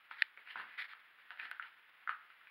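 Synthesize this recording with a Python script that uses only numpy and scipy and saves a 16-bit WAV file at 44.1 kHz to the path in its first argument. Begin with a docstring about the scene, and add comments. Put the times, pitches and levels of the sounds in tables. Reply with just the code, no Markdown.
"""Steps over rubble in a small bare room

Plaster and brick knock under the shoes (damped rings and cracks), soles grind on grit (resonant grains)
and footfalls thud softly (low noise bursts); all three echo in the room. Close by, a hand rubs on a camera's
case (dense slips), which clicks sharply and later faintly (ringing modes). The narrow, nasal microphone
colours all of these; a steady hiss with a faint high whine lies underneath."""
import sys
import numpy as np
from scipy import signal
from scipy.fft import rfft, irfft
from scipy.io import wavfile

SR = 44100
rng = np.random.default_rng(int(sys.argv[2]) if len(sys.argv) > 2 else 0)


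def wav_record(signal):
    """Record a signal, one row per channel, as 16-bit PCM in the file named by sys.argv[1]."""
    frames = np.transpose(np.atleast_2d(signal))
    bounded = np.clip(frames, -1, 1)
    # unit amplitude maps onto the largest positive 16-bit level
    quanta = np.round(bounded * 32767).astype(np.int16)
    wavfile.write(sys.argv[1], SR, quanta)


N = 110250
TIME_S = np.arange(N) / SR

# steady hiss, relative spectrum: freq_hz, level_db
HISS_SPECTRUM = [(30, -33.5), (100, -24.5), (300, -19.5), (600, -15), (950, -8), (1350, -0.5), (1850, 2),
                 (2400, -2.5), (3400, -9), (4400, -21.5), (5200, -28), (6000, -43.5), (7000, -37),
                 (8000, -42.5), (9000, -36.5), (10500, -29), (12500, -29.5), (15500, -28.5)]
HISS_DB, HISS_WAVER_DB, HISS_WAVER_CUTOFF_HZ = -64.5, 1.1, 36
WHINE_HZ, WHINE_RMS_DB = 15714, -95.5

# microphone behind its small port: freq_hz, gain_db
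MIC_RESPONSE = [(60, -42.5), (180, -35.5), (400, -31), (650, -25), (900, -13.5), (1100, -15.5),
                (1350, -5.5), (1800, -3), (2300, -7), (3000, -9), (3500, -14.5), (4400, -20.5),
                (5000, -28.5), (5500, -38), (6050, -59.5), (7000, -48.5), (8000, -56), (8800, -46),
                (10500, -33), (12500, -43.5), (14500, -41), (16000, -55)]
CUTOFF_HZ = 15850

# early echoes off floor and wall: delay_s, level_db
EARLY_ECHOES = [(.0040, -11.5), (.0175, -26)]
ROOM_DB, ROOM_T60_S = -4, 0.32
LATE_DB, LATE_T60_S = -24.5, 1
TAIL_BUILD_S, REFLECTIONS_PER_S = 0.002, 1300

# hand rubs on the case: start_s, length_s, level_db
HAND_RUBS = [(0.105, 0.023, -37.5), (0.131, 0.09, -43.5), (0.18, 0.048, -39), (.222, 0.045, -42.5),
             (0.774, 0.048, -25), (0.834, 0.021, -32.5), (0.878, 0.056, -38)]
# colour of the rubbing: freq_hz, gain_db
RUB_RESPONSE = [(150, -10.5), (800, -6), (1250, -4.5), (1700, 0), (2250, 3.5), (2800, -10), (3400, 0.5),
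                (4600, -3.5), (7000, -1.5), (10500, -9.5), (15000, -2)]
RUB_ATTACK_S, RUB_RELEASE_S, SLIPS_PER_S = 0.011, 0.0096, 3500

# case clicks: start_s, level_db, edge_db
CLICKS = [(0.2213, 15.5, -5), (0.2233, -0.5, -46.5), (1.513, -33, 5)]
# modes of the case: freq_hz, width_hz, level_db
CLICK_MODES = [(567, 110, -3.5), (890, 71, -9.5), (1785, 186, 8), (2600, 440, 2), (2950, 130, -0.5),
               (3560, 290, 2), (4130, 390, 5.5), (4870, 620, 4.5), (10750, 800, 0)]
CLICK_EDGE_HZ = 8500

# weight comes down on the floor: start_s, level_db, decay_s, centre_hz
FOOT_THUDS = [(0.109, -36, 0.0081, 200), (0.371, -41, 0.016, 310), (0.554, -32.5, 0.068, 120),
              (1.306, -42, 0.031, 580), (1.419, -43.5, .08, 330), (2.095, -49.5, 0.041, 250)]
THUD_ATTACK_S, THUD_WIDTH_HZ = 0.0049, 220

# sole grinds on grit: start_s, length_s, level_db, centre_hz
SOLE_SCUFFS = [(0.393, 0.035, -48, 1790), (0.454, 0.051, -40, 2100), (0.49, 0.036, -37.5, 3000),
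               (0.558, 0.061, -34, 1100), (0.665, 0.099, -44, 1900), (0.931, 0.046, -48, 1350),
               (1.177, 0.041, -48.5, 2180), (1.295, 0.024, -38, 1200), (1.371, 0.01, -43, 1800),
               (1.381, 0.08, -36, 1670), (1.61, 0.018, -39.5, 2100), (1.637, 0.041, -40.5, 1050),
               (2.091, 0.013, -31, 1170), (2.29, 0.014, -44, 1300), (2.485, 0.026, -43, 2250)]
SCUFF_ATTACK_S, SCUFF_RELEASE_S, SCUFF_WIDTH_HZ = 0.021, 0.01, 740
GRIT_PER_S, RAW_GRIT_DB = 2100, -6.5

# rubble knocks: start_s, ring_db, ring_hz, overtone_db, crack_db, contact_hz (hardness, as low-pass cutoff)
RUBBLE_KNOCKS = [(0.1114, 2, 890, 6, -8.5, 2870), (0.374, -7.5, 1430, -1, -23, 3580),
                 (0.4744, -10.5, 1544, -7.5, -16, 4500), (.557, 10.5, 994, 6.5, -10.5, 2500),
                 (0.5585, -4, 1310, -10, -18, 2500), (0.5757, -17, 1480, -9, -19, 3000),
                 (0.599, 7.5, 1050, -7.5, -11, 3000), (0.934, -1, 1230, -18, -16, 3020),
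                 (1.187, -13.5, 1420, -25.5, -34, 2440), (1.306, -3.5, 1500, -8, -7.5, 3910),
                 (1.374, -12, 1470, -17.5, -17.5, 4000), (1.3979, -5, 1590, 7, -6.5, 4000),
                 (1.455, -7, 1325, -12, -8.5, 5100), (1.514, 3.5, 1490, -6.5, -3.5, 3230),
                 (1.5967, 11, 1394, -39, -16.5, 2200), (1.6248, -4.5, 1880, -0.5, -10.5, 3370),
                 (2.075, 13, 1350, 3, -13, 2200), (2.0931, 19.5, 1238, -2.5, -4.5, 2640),
                 (2.302, -6.5, 1340, -14, -26, 3000), (2.413, -15, 1340, -16, -29, 3000),
                 (2.471, -17.5, 1540, -7, -25.5, 4000)]
KNOCK_WIDTH_HZ, OVERTONE_RATIO = 190, 1.56


def from_db(db):
    """Decibels to gain."""
    return 10 ** (np.asarray(db) / 20)


def rms_one(x):
    """Scale to unit rms."""
    return x / np.sqrt(np.mean(x ** 2) + 1e-20)


def impulse(start_s):
    """Unit click at start_s, on a negligible constant floor."""
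    return 1.0 * (np.arange(N) == int(start_s * SR)) + 1e-18


def band(x, cutoff_hz, kind, order=2):
    """Butterworth filter."""
    safe_hz = np.clip(cutoff_hz, 10, 0.45 * SR)
    return signal.sosfilt(signal.butter(order, safe_hz, kind, fs=SR, output="sos"), x)


def resonate(x, centre_hz, width_hz):
    """One two-pole resonance with about unit gain at its peak."""
    radius = np.exp(-np.pi * width_hz / SR)
    numerator = np.array([1, 0, -1]) * (1 - radius * radius) / 2
    denominator = [1, -2 * radius * np.cos(2 * np.pi * centre_hz / SR), radius * radius]
    return signal.lfilter(numerator, denominator, x)


def colour(x, points, size=4096):
    """Causal minimum-phase filter through (freq_hz, gain_db) points, by folding the cepstrum."""
    point_hz, point_db = np.transpose(points)
    bin_hz = np.arange(size // 2 + 1) * SR / size
    gain_db = np.interp(np.log(bin_hz + 1), np.log(point_hz), point_db)
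    cepstrum = irfft(np.log(from_db(gain_db)))
    cepstrum[1:size // 2] *= 2
    cepstrum[size // 2 + 1:] = 0
    response = irfft(np.exp(rfft(cepstrum)))
    return signal.fftconvolve(x, response)[:N]


def stroke(start_s, length_s, attack_s, release_s):
    """Envelope: linear rise, hold, exponential release from start_s + length_s."""
    rise = np.clip((TIME_S - start_s) / attack_s, 0, 1)
    return rise * np.exp(-np.maximum(TIME_S - start_s - length_s, 0) / release_s)


def grains(per_s, spread_db):
    """Random tiny clicks of uneven size and either sign, unit rms."""
    sizes = from_db(spread_db * np.minimum(rng.exponential(1, N), 3))
    present = rng.random(N) < per_s / SR
    return rms_one(present * sizes * rng.choice([-1, 1], N))


def hiss():
    """Coloured noise, wavering slightly in level, with a faint electronic whine."""
    waver = rms_one(band(rng.standard_normal(N), HISS_WAVER_CUTOFF_HZ, "low"))
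    noise = rms_one(colour(rng.standard_normal(N), HISS_SPECTRUM))
    whine = np.sqrt(2) * np.sin(2 * np.pi * WHINE_HZ * TIME_S)
    return noise * from_db(HISS_DB + HISS_WAVER_DB * waver) + from_db(WHINE_RMS_DB) * whine


def tail(t60_s):
    """Diffuse decay of unit energy: sparse reflections that build up, then die away."""
    build = 1 - np.exp(-TIME_S / TAIL_BUILD_S)
    decay = grains(REFLECTIONS_PER_S, spread_db=1.5) * from_db(-60 * TIME_S / t60_s) * build
    return decay / np.sqrt(np.sum(decay ** 2))


def room(x):
    """Direct sound, two early echoes, the room's tail and a faint longer one from the rest of the building."""
    response = impulse(0) + sum(from_db(level_db) * impulse(delay_s) for delay_s, level_db in EARLY_ECHOES)
    response = response + from_db(ROOM_DB) * tail(ROOM_T60_S)
    response = response + from_db(LATE_DB) * tail(LATE_T60_S)
    return signal.fftconvolve(x, response)[:N]


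def rubs():
    """Dense tiny slips of the hand on the case."""
    envelope = sum(from_db(level_db) * stroke(start_s, length_s, RUB_ATTACK_S, RUB_RELEASE_S)
                   for start_s, length_s, level_db in HAND_RUBS)
    return colour(grains(SLIPS_PER_S, spread_db=2.0) * envelope, RUB_RESPONSE)


def case_clicks():
    """Dry plastic snaps at the microphone: hits ring the case modes, hard edges add treble."""
    hits = sum(from_db(level_db) * impulse(start_s) for start_s, level_db, _ in CLICKS)
    edges = sum(from_db(edge_db) * impulse(start_s) for start_s, _, edge_db in CLICKS)
    out = band(edges, CLICK_EDGE_HZ, "high")
    for k, (freq_hz, width_hz, level_db) in enumerate(CLICK_MODES):
        sign = (-1) ** k  # neighbouring modes in opposite phase
        out = out + sign * from_db(level_db) * resonate(hits, freq_hz, width_hz)
    return out


def thuds():
    """A short low rumble as the foot takes weight: resonant noise with a quick rise and decay."""
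    noise = rng.standard_normal(N)
    out = 0
    for start_s, level_db, decay_s, centre_hz in FOOT_THUDS:
        rumble = rms_one(resonate(noise, centre_hz, THUD_WIDTH_HZ))
        out = out + from_db(level_db) * stroke(start_s, 0, THUD_ATTACK_S, decay_s) * rumble
    return out


def scuffs():
    """Grit crackles under the sole, with a broad resonance that differs from place to place."""
    grit = grains(GRIT_PER_S, spread_db=0.5)
    out = 0
    for start_s, length_s, level_db, centre_hz in SOLE_SCUFFS:
        crackle = resonate(grit, centre_hz, SCUFF_WIDTH_HZ) + from_db(RAW_GRIT_DB) * grit
        envelope = stroke(start_s, length_s, SCUFF_ATTACK_S, SCUFF_RELEASE_S)
        out = out + from_db(level_db) * envelope * crackle
    return out


def knocks():
    """Each piece of rubble gives a crack and two short rings; a soft contact dulls all three."""
    out = 0
    for start_s, ring_db, ring_hz, overtone_db, crack_db, contact_hz in RUBBLE_KNOCKS:
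        hit = band(impulse(start_s), contact_hz, "low")
        ring = from_db(ring_db) * resonate(hit, ring_hz, KNOCK_WIDTH_HZ)
        overtone = from_db(overtone_db) * resonate(hit, ring_hz * OVERTONE_RATIO, KNOCK_WIDTH_HZ)
        out = out + ring - overtone + from_db(crack_db) * hit
    return out


def scene():
    """Steps in the room and dry handling sounds, both through the microphone port, over the hiss."""
    steps = room(knocks() + scuffs() + thuds())
    handling = rubs() + case_clicks()
    return (colour(steps + handling, MIC_RESPONSE) + hiss())[None]


def record(dry):
    """Steep elliptic low-pass cuts the top."""
    return signal.sosfilt(signal.ellip(12, 0.1, 70, CUTOFF_HZ, fs=SR, output="sos"), dry)


dry = scene()
out = record(dry)
wav_record(out)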